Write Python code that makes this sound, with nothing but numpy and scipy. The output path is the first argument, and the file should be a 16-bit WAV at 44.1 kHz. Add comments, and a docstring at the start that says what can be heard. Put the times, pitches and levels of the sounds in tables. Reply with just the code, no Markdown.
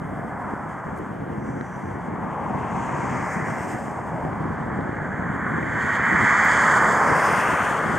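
"""At an airfield fence, a small camera microphone hears a jet spool up on a distant runway.
Jet mixing noise rumbles from the left in gusty lumps, with steep pressure fronts crackling over it.
A roar of shaped noise ahead swells twice and brightens to a turbulent hiss, beside faint resonant bands.
The camera body cuts treble notches whose depth follows the bearing; small parts tick as struck resonances."""
import sys
import numpy as np
from scipy import signal
from scipy.io import wavfile
from scipy.ndimage import uniform_filter1d

SR = 44100
rng = np.random.default_rng(int(sys.argv[2]) if len(sys.argv) > 2 else 0)


def master(y):
    """Save y as 16-bit WAV."""
    cut = np.clip(np.atleast_2d(y).T, -1, 1)
    pcm = np.round(cut * 32767)  # scale
    wavfile.write(sys.argv[1], SR, pcm.astype(np.int16))


N = 351918  # samples
FRAME = 512  # samples, the shortest analysis frame


def undb(db):
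    """Level: decibels to an amplitude ratio."""
    return 10 ** (np.asarray(db) / 20)


def over_hz(table, hz):
    """Log-frequency interpolation: a table of (Hz, value) as a column."""
    at, value = np.transpose(table)
    return np.interp(np.log(hz + 1), np.log(at + 1), value)[:, None]


def over_s(table, s):
    """Linear interpolation in time: the value columns of a table at times s."""
    at, *columns = np.transpose(table)
    return [np.interp(s, at, column) for column in columns]


def walk(rate, length, step, count=1):
    """Smoothed random process: rows that change about rate times a second; spread 1."""
    window = max(int(1 / rate / step), 1)
    rows = rng.standard_normal((count, length))
    for _ in range(2):
        rows = uniform_filter1d(rows, window, axis=1)
    return rows / rows.std()


def patches(hz, s, rate, count):
    """Turbulent coherence: neighbouring bands flicker together, far ones alone; spread near 1."""
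    rows = walk(rate, len(s), s[1] - s[0], count=count)
    place = np.log2(np.maximum(hz, 30) / 30) / np.log2(SR / 60) * (count - 1)
    return np.array([np.interp(place, np.arange(count), moment) for moment in rows.T]).T


def bump(hz, centre_hz, octaves):
    """Resonance-like bell: height 1, Gaussian on a log-frequency axis, octaves its standard deviation."""
    return np.exp(-.5 * (np.log2((hz[:, None] + 1) / centre_hz) / octaves) ** 2)


def bend(hz, corners_hz, low_db, high_db):
    """Spectral tilt: each end moves about the middle by its departure from its own mean."""
    low = over_hz(list(zip(corners_hz, (1, 0, 0))), hz)
    high = over_hz(list(zip(corners_hz, (0, 0, 1))), hz)
    return low * (low_db - low_db.mean()) + high * (high_db - high_db.mean())


# sound that differs between the ports, relative to the shared sound: pitch_hz [Hz], level_db [dB]
UNSHARED_SOUND = [(40, -18), (400, -19), (900, -26), (2000, -24), (2650, -10.5), (3200, -16), (3950, -7),
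                  (4800, -11), (6900, -27), (9600, -9), (11200, -12), (12200, -32), (15000, -34)]


def shaped(db_of, size, drive, lead):
    """Partial coherence: two close ports hear shared noise plus a little of opposite sign.

    db_of(hz, s) gives (shape dB, level dB); lead(hz, s) is the phase lead of the left port in radians."""
    hz, s, noise = signal.stft(drive, SR, nperseg=size, noverlap=size * 3 // 4)
    shape_db, level_db = db_of(hz, s)
    gain = undb(shape_db)
    turn = np.exp(.5j * lead(hz, s))  # half the lead on each port
    shared = noise[0]
    own = noise[1] * undb(over_hz(UNSHARED_SOUND, hz))
    pair = gain * np.array([shared * turn + own, shared / turn - own])
    # the shape's typical power is divided out, so the level curve sets loudness
    pair *= undb(level_db) / np.sqrt(np.median(np.mean(gain ** 2, axis=0)))
    return signal.istft(pair, SR, nperseg=size, noverlap=size * 3 // 4)[1][:, :N]


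def panned(pair, pan_db):
    """Level difference between ports: louder on the left by pan_db, half on each port."""
    return pair * undb(np.array([[.5], [-.5]]) * pan_db)


# gusts of the rumble: start_s [s], length_s [s], level_db [dB]
RUMBLE_GUSTS = [(0.108, 0.16, -34.5), (0.461, 0.063, -34), (0.866, 0.17, -30.5), (1.1, 0.15, -33),
                (1.449, 0.086, -32), (1.549, 0.089, -33), (1.88, 0.12, -34), (2.063, 0.04, -34),
                (2.223, 0.054, -29.5), (2.3, 0.072, -33), (2.396, 0.28, -30), (2.715, 0.119, -28),
                (2.93, 0.081, -31), (3.037, 0.23, -29.5), (3.296, 0.049, -35), (3.352, 0.083, -29),
                (3.474, 0.083, -28.5), (3.65, 0.11, -32.5), (4.246, 0.062, -33), (4.363, 0.18, -32),
                (4.603, 0.32, -28.5), (4.966, 0.079, -33.5), (5.29, 0.077, -31), (5.54, 0.34, -30),
                (6.05, 0.057, -34), (6.112, 0.14, -27), (7.097, 0.033, -25.5), (7.283, 0.062, -28.5),
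                (7.387, 0.022, -30), (7.506, 0.037, -29), (7.612, 0.033, -30.5), (7.85, 0.15, -30)]
GUST_EDGE_S = 0.02
LUMP_DB, LUMPS_PER_S = 2.5, 4.7


def gusts(s, calm_db):
    """Power addition: soft-edged gusts add to a calm level that wobbles in lumps; returns dB."""
    start, length, db = np.transpose(RUMBLE_GUSTS)[:, :, None]

    def soft(x):
        return .5 + .5 * np.tanh(2 * x / GUST_EDGE_S)

    blowing = soft(s - start) * soft(start + length - s)
    calm = undb(calm_db + LUMP_DB * walk(LUMPS_PER_S, len(s), s[1])[0]) ** 2
    return 10 * np.log10(calm + np.sum(blowing * undb(db) ** 2, axis=0))


# rumble between gusts: start_s [s], level_db before lumps [dB], tilt [dB per octave]
RUMBLE_CALM = [(0, -35, -1), (1.2, -36.5, 0), (2, -36.5, -0.5), (3, -34, 0), (3.95, -35, -1),
               (4.3, -29.5, -1), (4.8, -31.5, -1), (5.4, -32, -1), (5.7, -27, -0.5), (6, -33, 0),
               (6.6, -31.5, -0.5), (7, -36, 3), (7.98, -32, 0)]
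# spectral density of the rumble: pitch_hz [Hz], level_db [relative dB per Hz]
RUMBLE_SPECTRUM = [(12, -58), (25, -50), (60, -12.5), (150, -1.5), (220, -2.5), (340, -8), (500, -14.5),
                   (1000, -23), (2000, -41.5), (2600, -66), (3500, -72)]
RIGHT_LAG_S = 0.00052  # sound from the left reaches the right port late


def rumble():
    """Jet mixing noise: a smooth random part plus scattered steep kicks, delayed at the right port."""
    def db_of(hz, s):
        calm_db, tilt = over_s(RUMBLE_CALM, s)
        tilt_db = tilt * np.clip(np.log2((hz[:, None] + 1) / 150), -2, 1.5)
        flicker_db = .4 * patches(hz, s, 12, count=14)
        return over_hz(RUMBLE_SPECTRUM, hz) + tilt_db + flicker_db, gusts(s, calm_db)

    def lead(hz, s):
        return 2 * np.pi * RIGHT_LAG_S * hz[:, None]

    kicks = (rng.random((2, N)) < 60 / SR) * rng.standard_normal((2, N))  # about 60 a second
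    drive = rng.standard_normal((2, N)) + 0.5 * kicks / kicks.std()
    return shaped(db_of, 4 * FRAME, drive / drive.std(), lead)


# bearing of the sound: start_s [s], side_on [0-1], wandering notch_hz [Hz], notch depth_db [dB]
BEARING_PATH = [(0, 0.24, 9500, 3), (2, 0.33, 9500, 2), (2.6, 0, 9800, 10), (3.8, 0.13, 9900, 10),
                (4.4, 0.26, 9500, 3), (5.2, 0.7, 9100, -3), (5.45, 0.76, 8800, 9), (6.35, 1, 8800, 9),
                (6.5, 0.8, 9700, 9), (6.95, 0.77, 10000, 10), (7.1, 0.18, 10800, -7), (7.45, 0, 10900, 3),
                (7.6, 0.08, 10800, 8), (7.98, 0.48, 10800, 2)]
# phase lead of the left port, turning over at the notches: pitch_hz [Hz], head_on [rad], side_on [rad]
PORT_LEADS = [(0, 0, 0), (800, -0.09, 0.21), (2000, -0.31, -0.28), (2500, -.1, -1.4), (2850, 0.21, 0.85),
              (3790, 0.48, -0.11), (4200, -0.34, .3), (5680, 0.37, -0.35), (6800, 0.11, -0.14),
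              (8870, .3, -0.86), (9730, -.2, 0.48), (10200, -.5, 0.27), (11500, 0, -0.27), (16000, 0, 0)]


def ahead(hz, s):
    """Interaural-like phase: the left port's lead for roar and hiss, set by their bearing."""
    at, *leads = np.transpose(PORT_LEADS)
    head_on, side_on = (over_hz(list(zip(at, lead)), hz) for lead in leads)
    return head_on + over_s(BEARING_PATH, s)[0] * (side_on - head_on)


# course of the roar: start_s [s], level_db near 1 kHz before the whole-layer lift [dB],
# low_flank_db and high_flank_db [dB, used about their means], pan_db left minus right [dB], hump_hz [Hz]
ROAR_COURSE = [(0.0, -39, -10, -9, 0.5, 891), (0.18, -37.5, -4, -10, 0.5, 800),
               (0.44, -34, -7.5, -10.5, 0, 890), (1.11, -39, -5, -9, 0.5, 980),
               (1.13, -42.5, -1.5, -6, 0, 835), (1.98, -38, -6, -6.5, 1.0, 940),
               (2.4, -30, -8, -13.5, 2, 870), (2.71, -28.5, -11, -13, 2.0, 870),
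               (3.33, -30, -9, -4, 1, 950), (3.78, -31.5, -9.5, -10, 0.5, 720),
               (3.8, -35, -4, -11, 1.0, 751), (3.89, -31.5, -12, -14, 1.0, 810),
               (4.27, -31.5, -5, -12.5, 0.5, 771), (4.35, -32, -10, -12, 0.0, 865),
               (5.13, -37.5, -1, -2, -0.5, 930), (5.58, -32, -8, -1.5, -0.5, 1130),
               (5.62, -38, -3, 5, -0.5, 920), (5.8, -32, -7, 5, -1, 1120), (6.27, -24, -14.5, 9, -1, 1030),
               (6.82, -21, -9.5, -2, -1, 1155), (7.11, -21.5, -5.5, -6, 0, 1000),
               (7.44, -24.5, -5.5, -4, 1, 1040), (7.96, -30.5, -1, -1.5, 2.0, 1060),
               (7.98, -29, -3, 3, 2.0, 961)]
# spectral density of the roar: pitch_hz [Hz], level_db [relative dB per Hz]
ROAR_SPECTRUM = [(250, -39), (400, -2), (600, -0.5), (1100, -1), (1350, -4.5), (1600, -3), (2050, -8.5),
                 (2400, -22), (2750, -43), (3300, -62)]
# upper hump of the roar: start_s [s], pitch_hz [Hz], height_db [dB]
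ROAR_UPPER_HUMP = [(0.0, 1490, 6), (1.53, 1510, 5), (2.64, 1520, -0.5), (3.49, 1820, 3.5),
                   (4.31, 1550, 3.5), (5.2, 1620, 8.5), (6.24, 1840, 1), (7.31, 1480, 5.5),
                   (7.98, 1440, 5.5)]
FLANK_HZ = (510, 1060, 1880)  # lower flank, middle, upper flank
HUMP_DB, HUMP_OCTAVES = 6, 0.33
EDGE_HZ, EDGE_OCTAVES, EDGE_DB = 2534, 0.26, 9  # head on, the roar reaches higher
ROAR_WHOLE_DB = 3  # lift from the level near 1 kHz to the whole layer


def roar():
    """Broadband jet noise: the middle of the rush, its hump and flanks moving as the sound path shifts."""
    def db_of(hz, s):
        level_db, low_db, high_db, _, hump_hz = over_s(ROAR_COURSE, s)
        upper_hz, upper_db = over_s(ROAR_UPPER_HUMP, s)
        head_on = 1 - over_s(BEARING_PATH, s)[0]
        shape_db = over_hz(ROAR_SPECTRUM, hz) + bend(hz, FLANK_HZ, low_db, high_db)
        shape_db += HUMP_DB * bump(hz, hump_hz, HUMP_OCTAVES)
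        shape_db += upper_db * bump(hz, upper_hz, 0.28)
        shape_db += head_on * EDGE_DB * bump(hz, EDGE_HZ, EDGE_OCTAVES)
        return shape_db + 0.3 * patches(hz, s, 4.7, count=40), level_db + ROAR_WHOLE_DB

    return shaped(db_of, 2 * FRAME, rng.standard_normal((2, N)), ahead)


# course of the hiss: start_s [s], level_db near 7 kHz before the whole-layer lift [dB],
# low_end_db, upper_middle_db and top_end_db [dB, each used about its mean]
HISS_COURSE = [(0.0, -68, -2, -10, -9), (0.18, -68.5, -0.5, -6.5, -5), (0.95, -66, -2.5, -10.5, -11),
               (1.29, -72.5, 4, -9, -4), (1.49, -64.5, -5, -8.5, -12), (2.2, -67, 0.5, -13, -10),
               (2.69, -63, 1, -12, -15), (2.8, -55, -5, -14, -22), (3.22, -53.5, -6.5, -5, -19),
               (3.33, -49.5, -16, -4, -16), (3.42, -54, -8, -6, -16), (3.69, -51.5, -8, -4, -12),
               (3.98, -62.5, -5, -5, -12), (4.93, -69.5, 6, -10.5, -8), (5.47, -61.5, 0.5, -16.5, -12),
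               (5.96, -47, 3, -9.5, -18), (5.98, -51.5, 2.5, -8.5, -22), (6.11, -46, -0.5, -11.5, -18),
               (6.38, -38, -3, -8, -22.5), (6.75, -37.5, -2.5, -10, -17), (7.07, -45, -5.5, -4, -14),
               (7.27, -44.5, -2, -3, -9), (7.69, -47.5, 0.5, -15, -11.5), (7.91, -51.5, 2, -7, -9),
               (7.98, -49.5, -1.5, -10, -10)]
# spectral density of the hiss: pitch_hz [Hz], level_db [relative dB per Hz]
HISS_SPECTRUM = [(1800, -4.5), (2400, 3), (3200, 4), (3700, -6.5), (4800, -7.5), (6000, 2), (6600, 0.5),
                 (8500, -3), (9700, -7.5), (10800, -15), (11600, -17.5), (13300, -20), (14400, -16),
                 (15700, -29)]
# notches of the camera body: pitch_hz [Hz], width_hz [Hz], head_on_depth_db [dB], side_on_depth_db [dB]
BODY_NOTCHES = [(2520, 360, -8, 19), (3957, 138, 5, 20), (5720, 450, 3.5, 17), (9000, 1050, -1.5, 6.5),
                (10740, 250, 5, 6), (13300, 920, -3, 17)]
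END_HZ = (3600, 6900, 12000)  # low end, middle, top end
MIDDLE_HZ, MIDDLE_OCTAVES = 5000, 0.12
HISS_WHOLE_DB = 5.5  # lift from the level near 7 kHz to the whole layer


def hiss():
    """Fine-scale turbulence: flickering treble noise through the diffraction-like notches of the body."""
    def db_of(hz, s):
        level_db, low_db, middle_db, top_db = over_s(HISS_COURSE, s)
        side_on, notch_hz, notch_db = over_s(BEARING_PATH, s)
        shape_db = over_hz(HISS_SPECTRUM, hz) + bend(hz, END_HZ, low_db, top_db)
        shape_db += (middle_db - middle_db.mean()) * bump(hz, MIDDLE_HZ, MIDDLE_OCTAVES)
        shape_db -= notch_db * bump(hz, notch_hz, .03)
        # a band above the notch moves the opposite way
        shape_db += 0.35 * notch_db * bump(hz, 1.15 * notch_hz, 0.032)
        for centre_hz, width_hz, head_db, side_db in BODY_NOTCHES:
            depth_db = head_db + side_on * (side_db - head_db)  # negative depth is a peak
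            shape_db -= depth_db * bump(hz, centre_hz, width_hz / centre_hz)
        flicker_db = 0.98 * walk(29, len(s), s[1]) + 1.1 * patches(hz, s, 3.0, count=40)
        return shape_db + flicker_db, level_db + HISS_WHOLE_DB

    return shaped(db_of, FRAME, rng.standard_normal((2, N)), ahead)


def band(hz, width_hz):
    """Cascaded resonance: noise through one resonance twice; rms 1."""
    b, a = signal.iirpeak(hz, hz / width_hz, SR)
    noise = rng.standard_normal(N)
    ringing = signal.lfilter(b, a, signal.lfilter(b, a, noise))
    return ringing / ringing.std()


# thin lasting bands: pitch_hz [Hz], width_hz of each resonance pass [Hz], level_db before wobble [dB]
WHINE_BANDS = [(11620, 260, -85), (12950, 60, -96)]
# brief swell of a narrow band: start_s [s], level_db before flutter [dB]
NARROW_SWELL = [(1.25, -90), (1.42, -71), (1.7, -64), (1.95, -72), (2.15, -102)]
NARROW_HZ, NARROW_WIDTH_HZ = 6000, 340


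def whine():
    """Narrow-band noise: faint thin bands high in the treble, and one fluttering swell."""
    lasting = np.zeros(N)
    for hz, width_hz, db in WHINE_BANDS:
        wobble_db = 1.5 * walk(4, N, 1 / SR)[0]
        lasting += undb(db + wobble_db) * band(hz, width_hz)
    flutter_db = 1.5 * walk(25, N, 1 / SR)[0]
    swell_db = over_s(NARROW_SWELL, np.arange(N) / SR)[0] + flutter_db
    return lasting + undb(swell_db) * band(NARROW_HZ, NARROW_WIDTH_HZ)


# loudest crackles: start_s of the front's middle [s], thud_db before its envelope [dB],
# snap_db peak before pan [dB]
CRACKLE_FRONTS = [(0.196, -20.5, -38), (.537, -13.5, -29), (0.869, -21, -24), (1.132, -24, -39),
                  (1.49, -18, -26), (1.611, -20, -19), (2.265, -31, -26), (2.65, -37, -35),
                  (2.894, -23, -17), (3.882, -21, -23), (4.252, -18, -21), (4.331, -22, -23),
                  (4.456, -15, -28), (4.506, -15, -43), (4.79, -14.5, -26), (4.97, -27, -22),
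                  (5.225, -18, -18), (5.58, -32, -17), (5.63, -38, -18), (7.125, -13, -25),
                  (7.321, -36, -33), (7.531, -21, -28), (7.713, -16, -25), (7.918, -29, -22)]
THUD_HZ = 254
SNAP_HZ, SNAP_S = (493, 2130), 0.00049  # pass band, envelope half-width at 1/e


def crackles():
    """Steep pressure fronts from the left: one low push and pull with a short snap on top."""
    out = np.zeros(N)
    t = np.arange(-512, 512) / SR
    edge = signal.butter(4, SNAP_HZ, "bandpass", fs=SR, output="sos")
    bursts = rng.standard_normal((len(CRACKLE_FRONTS), len(t)))
    for (s, thud_db, snap_db), burst in zip(CRACKLE_FRONTS, bursts):
        thud = -np.sin(2 * np.pi * THUD_HZ * t) * np.exp(-(THUD_HZ * t / 0.38) ** 2)
        snap = signal.sosfiltfilt(edge, burst * np.exp(-(t / SNAP_S) ** 2))
        i = int((s + t[0]) * SR)
        out[i:i + len(t)] += undb(thud_db) * thud + undb(snap_db) * snap / np.abs(snap).max()
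    return np.array([out, np.roll(out, int(RIGHT_LAG_S * SR))])


# ticks of small parts: start_s [s], level_db peak [dB], pitch_hz [Hz], width_hz of each pass [Hz],
# t60_s of the exciting burst [s]
PART_TICKS = [(.962, -52, 8000, 5000, .06), (.974, -48, 8500, 7000, .05), (.986, -47, 8000, 7000, .025),
              (1.611, -40, 3200, 3500, 0.006), (1.657, -59, 6050, 500, 0.036),
              (4.253, -53, 3300, 5000, .004), (4.332, -49, 3300, 5000, .004),
              (4.457, -50, 3300, 5000, .004), (4.81, -46, 3300, 3500, .006), (5.945, -60, 9000, 9000, .01),
              (6.449, -35, 14500, 4000, 0.022)]


def ticks():
    """Impulsive excitation close to the microphone: a decaying noise burst through a resonance twice."""
    out = np.zeros(N)
    t = np.arange(int(.05 * SR)) / SR
    bursts = rng.standard_normal((len(PART_TICKS), len(t)))
    for (s, db, hz, width_hz, t60), burst in zip(PART_TICKS, bursts):
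        b, a = signal.iirpeak(hz, hz / width_hz, SR)
        decaying = burst * undb(-60 * t / t60)
        tick = signal.lfilter(b, a, signal.lfilter(b, a, decaying))
        i = int(s * SR)
        out[i:i + len(t)] += undb(db) * tick / np.abs(tick).max()
    return out


def scene():
    """Superposition: all sources add at the two ports, ticks and whine alike in both."""
    rush_pan_db = over_s(ROAR_COURSE, np.arange(N) / SR)[3]
    from_left = panned(rumble() + crackles(), .5)  # dB, left minus right
    rush = panned(roar() + hiss(), rush_pan_db)
    return from_left + rush + ticks() + whine()


def record(dry):
    """Band limiting: the recorder cuts the top with a steep elliptic low-pass at 15.5 kHz."""
    low_pass = signal.ellip(14, .2, 80, 15500, fs=SR, output="sos")
    return signal.sosfilt(low_pass, dry)


dry = scene()
out = record(dry)
master(out)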